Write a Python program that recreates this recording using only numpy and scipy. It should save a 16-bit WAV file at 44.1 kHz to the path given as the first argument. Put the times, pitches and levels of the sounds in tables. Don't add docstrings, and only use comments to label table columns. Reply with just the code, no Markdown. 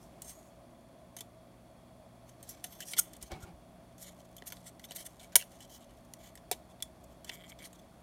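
import sys
import numpy as np
from scipy import signal
from scipy.fft import rfft, irfft, next_fast_len
from scipy.io import wavfile

SR = 44100
rng = np.random.default_rng(int(sys.argv[2]) if len(sys.argv) > 2 else 0)


def bounce(signal):
    frames = np.transpose(np.atleast_2d(signal))
    limited = np.clip(frames, -1, 1)
    pcm = np.round(limited * 32767).astype(np.int16)
    wavfile.write(sys.argv[1], SR, pcm)


N = 353682

# (frequency [Hz], width [Hz], level [dB])
UPPER_MODES = [(5477, 630, 1.5), (5630, 170, -3), (5840, 300, -4.5), (6340, 100, 0.5), (6650, 530, 1),
               (7040, 200, -2.5), (7470, 290, 0)]


def amp(db):
    return 10 ** (np.asarray(db) / 20)


def rms_one(x):
    return x / np.sqrt(np.mean(x ** 2) + 1e-20)


def level_in_time(rows):
    times, levels_db = np.transpose(rows)
    return np.interp(np.arange(N) / SR, times, levels_db)


def drift(rate_hz):
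    step = 200
    steps = rng.standard_normal(N // step + 2)
    r = np.exp(-2 * np.pi * rate_hz * step / SR)
    slow = signal.lfilter([1], [1, -2 * r, r * r], steps)
    return np.interp(np.arange(N) / step, np.arange(len(steps)), rms_one(slow))


def resonate(x, hz, width_hz):
    r = np.exp(-np.pi * width_hz / SR)
    gain = np.sqrt((1 - r * r) / 2)
    poles = [1, -2 * r * np.cos(2 * np.pi * hz / SR), r * r]
    return signal.lfilter([gain, 0, -gain], poles, x + 1e-18)


def grit():
    spread_db = 3.14
    size_db = spread_db * np.minimum(rng.exponential(1, N), 6.5)
    return rms_one(rng.standard_normal(N) * amp(size_db))


def stroke(height, length):
    swell = 0.58 * length
    first = max(round((height - swell) * SR), 0)
    at = np.arange(first, round((height - swell + length) * SR))
    return at, np.interp(at / SR - height, [-swell, 0, length - swell], [0, 1, 0])


def room():
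    # (frequency [Hz], relative density [dB per Hz])
    noise_colour = [(20, -15.5), (55, 2), (75, -1), (105, -9), (150, -3), (330, -5), (450, -13), (700, -9),
                    (1250, -19.5), (2800, -29.5), (7600, -32), (12000, -33), (15600, -39.5)]
    # (time [s], level [dB])
    noise_level = [(0, -57), (.8, -60), (2, -59.5), (2.84, -58), (4.1, -59.5), (8.02, -58.5)]
    # (frequency [Hz], width of each of two passes [Hz], rms level [dB])
    drone_bands = [(648, 100, -62.5), (569, 33, -69), (1072, 240, -73), (2027, 1300, -77), (3290, 330, -80),
                   (4390, 180, -84), (9660, 520, -81), (10860, 450, -92)]
    # (frequency [Hz], rms level before the waver [dB])
    hum_tones = [(120, -67), (179, -69), (240, -69), (302, -80.5)]
    hum_waver_db = 2.5

    size = next_fast_len(N)
    bins_hz = np.maximum(np.arange(size // 2 + 1) * SR / size, 1)
    points_hz, density_db = np.transpose(noise_colour)
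    colour = amp(np.interp(np.log(bins_hz), np.log(points_hz), density_db))
    noise = rms_one(irfft(rfft(rng.standard_normal(size)) * colour, size)[:N])

    white, drone = rng.standard_normal(N), np.zeros(N)
    for hz, width_hz, db in drone_bands:
        band = resonate(resonate(white, hz, width_hz), hz, width_hz)
        drone += amp(db) * rms_one(band)

    t, hum = np.arange(N) / SR, np.zeros(N)
    for hz, db in hum_tones:
        level = np.sqrt(2) * amp(db + hum_waver_db * drift(2.0))
        hum += level * np.sin(2 * np.pi * hz * t + 1.2 * drift(2.5))
    return amp(level_in_time(noise_level)) * noise + drone + hum


def crackle():
    # (time [s], level [dB])
    tick_level = [(0, -76), (3.5, -94), (4.1, -68), (5.9, -69), (6.1, -70), (6.45, -76), (6.9, -88),
                  (7.15, -75), (8.02, -75)]
    ticks_per_s, decay_s = 78, .003
    born = (rng.random(N) < ticks_per_s / SR) * amp(2.8 * rng.standard_normal(N))
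    r = np.exp(-1 / (decay_s * SR))
    return amp(level_in_time(tick_level)) * signal.lfilter([1], [1, -r], born)


def mode_shares(modes, favoured_hz):
    favour_db, favour_octaves = 8.5, 0.13
    chance_db = 3
    hz, _, db = np.transpose(modes)
    octaves_away = np.log2(hz / np.array(favoured_hz)[:, None])
    near = np.exp(-(octaves_away / favour_octaves) ** 2)
    gains_db = db * (1 - near) + favour_db * near
    gains = amp(gains_db + chance_db * rng.standard_normal(near.shape))
    return gains / np.sqrt(np.sum(gains ** 2, axis=1, keepdims=True))


def group_levels(db, bright_db, knock_db, favoured_hz):
    usual_db, top_per_db = -45, 0.1985
    lean_db = 2.5 * (favoured_hz > UPPER_MODES[-1][0])
    top_db = db + lean_db + top_per_db * (db - usual_db)
    return [db + knock_db, db - bright_db, db - lean_db, top_db]


def metal():
    # (time [s], level [dB], upper over middle modes [dB],
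    # low modes over the level [dB], favoured mode [Hz], force die-away t60 [s])
    cuts = [(0.219, -44.5, 10, -26, 7370, 0.041), (1.1658, -44, 2.5, -5.5, 6400, 0.058),
            (1.1862, -49.5, 1, -27, 6590, 0.047), (1.207, -42, 0, -7, 3440, 0.038),
            (2.292, -57, 12, -30, 10100, .035), (2.4278, -49, 7, -25, 8900, 0.049),
            (2.4905, -44, 21, -30, 5500, 0.085), (2.6412, -39.5, 1, -8.5, 5880, 0.045),
            (2.8043, -43, 1.5, -11.5, 1660, 0.036), (2.8545, -57, 8.5, -32, 11600, .025),
            (2.9342, -42, -9, -6, 9100, 0.036), (2.9687, -53.5, 0, 5.5, 3030, 0.041),
            (2.9872, -36.5, -6, -15.5, 1430, 0.028), (3.1332, -51.5, 9, -33, 7300, .035),
            (3.166, -56, 9, -27, 8500, .03), (3.2144, -58, 0, -30, 3340, .025),
            (3.2259, -45, 11, -11, 9400, .04), (3.317, -49.5, 0, 12.5, 1350, 0.023),
            (3.403, -63, 5, -10, 10900, .03), (3.9802, -59, 6, -30, 6240, 0.067),
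            (4.3654, -50.5, 7, -30, 12600, .04), (4.381, -56.5, -4, -30, 3450, 0.046),
            (4.4218, -59.5, -16.5, 15, 1780, 0.01), (4.468, -52, -1, -30, 11600, 0.037),
            (4.5017, -51.5, 3, -30, 6300, 0.035), (4.5217, -45.5, -3, -3, 11700, .045),
            (4.568, -62, -8, -30, 3800, 0.028), (4.795, -57, -9, -20, 1910, 0.028),
            (4.84, -59.5, -13.5, -30, 3400, .035), (4.9086, -45.5, -5, 0.5, 9400, 0.021),
            (4.9179, -50.5, -3, -28, 11900, 0.062), (5.1953, -60, -6.5, -34, 3340, 0.061),
            (5.244, -59, -1.5, -30, 2280, 0.017), (5.3208, -63, -5, -28.5, 1650, 0.14),
            (5.355, -16, -0.5, -11.5, 930, .027), (5.3621, -20.5, 8.5, -19.5, 11800, 0.022),
            (5.4009, -54, -12.5, -26.5, 2970, .03), (5.4115, -51, -8, -9, 2980, 0.028),
            (5.4232, -54.5, -14.5, -32, 2780, .03), (5.6045, -56, -3, -32, 2940, 0.024),
            (6.1363, -44, 1.5, -27, 6170, 0.017), (6.354, -53, 1, -18, 8100, 0.037),
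            (6.3746, -58.5, -7, -10, 5150, 0.035), (6.5131, -30.5, 5, 0, 432, 0.043),
            (6.5245, -49, -6.5, -30, 5790, 0.063), (6.803, -62, -8, -30, 12300, 0.036),
            (6.8236, -34, -1, -33, 3450, 0.029), (7.2456, -50.5, -0.5, -11, 3090, 0.04),
            (7.2933, -52.5, -23.5, 10.5, 3000, 0.028), (7.5886, -57, -3, -30, 3350, 0.066),
            (7.7293, -56, 1, -10, 6990, .045)]
    # (time of height [s], length [s], level [dB],
    # upper over middle modes [dB], favoured mode [Hz])
    rubs = [(0.038, 0.13, -67, 15, 8500), (0.299, 0.12, -51, 10, 8750), (0.39, 0.34, -64, 12, 6850),
            (2.305, .1, -69.5, 2, 6340), (2.499, 0.092, -58.5, 7, 5200), (2.543, 0.32, -67.5, -1, 5160),
            (2.732, 0.23, -58, 4.5, 12900), (2.825, .06, -52, -3.5, 3060), (2.894, 0.085, -46, 15, 5650),
            (2.921, 0.03, -45.5, 8.5, 9650), (2.978, .025, -42.5, -4, 3280),
            (2.994, 0.021, -24.5, 17, 6700), (3.014, 0.38, -62, 0.5, 8600), (3.153, .045, -68, -7, 9500),
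            (3.231, 0.052, -56, 1.5, 5170), (3.274, 0.052, -62.5, 1, 6150), (3.331, .04, -72, -23.5, 2260),
            (3.431, 0.058, -61.5, -1.5, 1390), (4.026, 0.06, -54.5, 18, 11600),
            (4.066, 0.15, -58.5, 1, 6700), (4.205, 0.03, -69, -1, 6430), (4.479, 0.043, -45, 11, 11900),
            (4.572, 0.13, -64.5, 1.5, 11400), (4.672, 0.082, -54.5, 1.5, 7600),
            (4.848, 0.028, -50.5, 9, 13300), (4.9, 0.034, -60, -2, 5640), (4.965, 0.034, -45, 5.5, 11700),
            (5.008, 0.079, -51.5, 2, 9400), (5.063, 0.036, -47, 4.5, 8600), (5.233, .1, -60.5, 1, 8700),
            (5.401, 0.045, -51.5, -0.5, 2220), (5.546, 0.09, -62, 2, 6400),
            (5.632, 0.084, -61.5, -0.5, 3210), (5.743, 0.1, -53.5, 2.5, 3040),
            (5.833, 0.059, -72, -7, 3050), (5.91, 0.074, -80, -13, 2690), (6.256, 0.13, -59, -0.5, 6800),
            (6.71, 0.038, -67, -3, 3520), (7.043, 0.015, -60.5, 17.5, 13900), (7.125, 0.041, -69, 4, 12400),
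            (7.286, 0.048, -59, -6, 3325), (7.34, 0.059, -54, 13, 12800), (7.496, 0.035, -56, 5.5, 2130),
            (7.652, 0.082, -54.5, 2.5, 8700), (7.757, 0.018, -60, 0, 3340), (7.795, 0.02, -63.5, -1, 3400)]
    # (frequency [Hz], width [Hz], level [dB])
    low_modes = [(310, 64, -9), (402, 120, -3.5), (557, 50, -3), (705, 41, 0.5), (978, 68, -3.5)]
    middle_modes = [(1400, 100, -12.5), (1655, 260, -7), (1983, 160, -3.5), (2260, 100, -6),
                    (2845, 350, -4), (3103, 140, -0.5), (3464, 110, -3.5), (3750, 240, -3.5),
                    (4402, 770, -1.5)]
    top_modes = [(8040, 300, -5.5), (8760, 290, 1), (9100, 300, 1), (9920, 330, -2), (10530, 180, -4),
                 (11600, 1100, 4), (12040, 120, -11.5), (12400, 500, -2.5), (13200, 500, -4.5),
                 (13810, 900, -2.5), (14660, 600, 0.5), (15500, 850, -9.5)]
    rise_s, snap_db = .0005, 18

    slips, after, out = grit(), np.arange(SR // 8), np.zeros(N)
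    uneven = amp(3.2 * drift(35))
    faint = crackle() * slips
    contacts = []
    for s, db, bright_db, knock_db, hz, t60 in cuts:
        at = round(s * SR) + after
        rise = np.minimum(after / SR / rise_s, 1)
        force = rise * amp(-60 * after / SR / t60) * slips[at]
        force[round(rise_s * SR)] += amp(snap_db)
        contacts.append((at, force, group_levels(db, bright_db, knock_db, hz), hz))
    for height, length, db, bright_db, hz in rubs:
        at, shape = stroke(height, length)
        levels_db = group_levels(db, bright_db, -np.inf, hz)
        contacts.append((at, shape * uneven[at] * slips[at], levels_db, hz))

    favoured_hz = [contact[3] for contact in contacts]
    for group, modes in enumerate([low_modes, middle_modes, UPPER_MODES, top_modes]):
        shares = mode_shares(modes, favoured_hz)
        for k, (hz, width_hz, db) in enumerate(modes):
            drive = faint * amp(db) / np.sqrt(len(modes)) * (group > 0)
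            for (at, force, levels_db, _), share in zip(contacts, shares[:, k]):
                drive[at] += share * amp(levels_db[group]) * force
            out += (-1) ** k * resonate(drive, hz, width_hz)
    return out


def tray(x):
    echo_db, t60_s = -18, 0.17
    t = np.arange(SR // 4) / SR
    echo = rng.standard_normal(len(t)) * amp(-60 * t / t60_s) * (t > .002)
    echo /= np.sqrt(np.sum(echo ** 2))
    return amp(echo_db) * signal.fftconvolve(x, echo)[:N]


def slides():
    # (time of height [s], length [s], force level [dB])
    drags = [(0.192, 0.23, -63.5), (3.234, 0.057, -61), (3.321, 0.039, -45), (3.351, 0.096, -48.5),
             (3.4, 0.095, -57), (3.48, 0.12, -52.5)]
    # (frequency [Hz], width [Hz], level [dB])
    cardboard_modes = [(177, 41, -3.5), (333, 46, -5), (760, 69, -7), (1340, 200, -36), (2190, 55, -16.5),
                       (2700, 32, -46)]
    force = np.zeros(N)
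    for height, length, db in drags:
        at, shape = stroke(height, length)
        force[at] += amp(db) * shape
    force *= grit()
    return sum(amp(db) * resonate(force, hz, width_hz) for hz, width_hz, db in cardboard_modes)


def bumps():
    # (time [s], level before swell and decay [dB], pitch [Hz], t60 [s])
    pushes = [(3.219, -40, 59.2, 0.12), (3.316, -26, 56.5, 0.09), (3.33, -34.5, 77, 0.12),
              (3.348, -41, 72, 0.12), (3.43, -24, 78, 0.041), (3.47, -42.5, 82, 0.085),
              (3.529, -38, 71, 0.082)]
    out, t = np.zeros(N), np.arange(SR // 4) / SR
    for s, db, hz, t60 in pushes:
        start = round(s * SR)
        swell = np.minimum(t * hz, 1)
        out[start:start + len(t)] += amp(db - 60 * t / t60) * np.sin(2 * np.pi * hz * t) * swell
    return out


def blades():
    # (start [s], end [s], first slip level [dB], last slip level [dB])
    spells = [(7.316, 7.375, -43.5, -52), (7.38, 7.423, -55, -52), (7.438, 7.484, -50, -54.5),
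              (7.496, 7.527, -54, -51), (7.594, 7.665, -52, -50)]
    # (frequency [Hz], level [dB], t60 [s])
    dull_modes = [(2030, -17.5, 0.074), (2230, -3.5, 0.022), (3210, -4.5, 0.016), (3390, -16, 0.037)]
    bright_modes = [(4660, -13, .01), (5100, -22, .05), (7150, -6, 0.016), (8460, -7, 0.018),
                    (11600, -6, .006), (12500, -4, .008), (13400, -14, .006)]
    gap_s, gap_spread = 0.0067, .25
    bright_db, chance_db = -7.5, 4.5

    modes, out = dull_modes + bright_modes, np.zeros(N)
    for start, end, first_db, last_db in spells:
        chance = rng.standard_normal((64, 1 + len(modes)))
        gaps = gap_s * np.exp(gap_spread * chance[:, 0])
        s = start + np.cumsum(gaps) - gaps[0]
        slip_db = np.where(s < end, np.interp(s, [start, end], [first_db, last_db]), -np.inf)
        at = (np.minimum(s, end) * SR).astype(int)
        for k, (hz, db, t60) in enumerate(modes):
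            mode_db = db + chance_db * chance[:, 1 + k] + bright_db * (k >= len(dull_modes))
            clicks = np.zeros(N)
            clicks[at] = amp(slip_db + mode_db)
            r, w = amp(-60 / (t60 * SR)), 2 * np.pi * hz / SR
            out += signal.lfilter([0, np.sin(w)], [1, -2 * r * np.cos(w), r * r], clicks + 1e-18)
    return out


def scene():
    cutting = metal() + blades()
    return (room() + cutting + tray(cutting) + slides() + bumps())[None]


def record(dry):
    cutoff_hz = 15900
    body = signal.sosfilt(signal.butter(2, 28, "high", fs=SR, output="sos"), dry)
    return signal.sosfilt(signal.ellip(10, .5, 70, cutoff_hz, fs=SR, output="sos"), body)


dry = scene()
out = record(dry)
bounce(out)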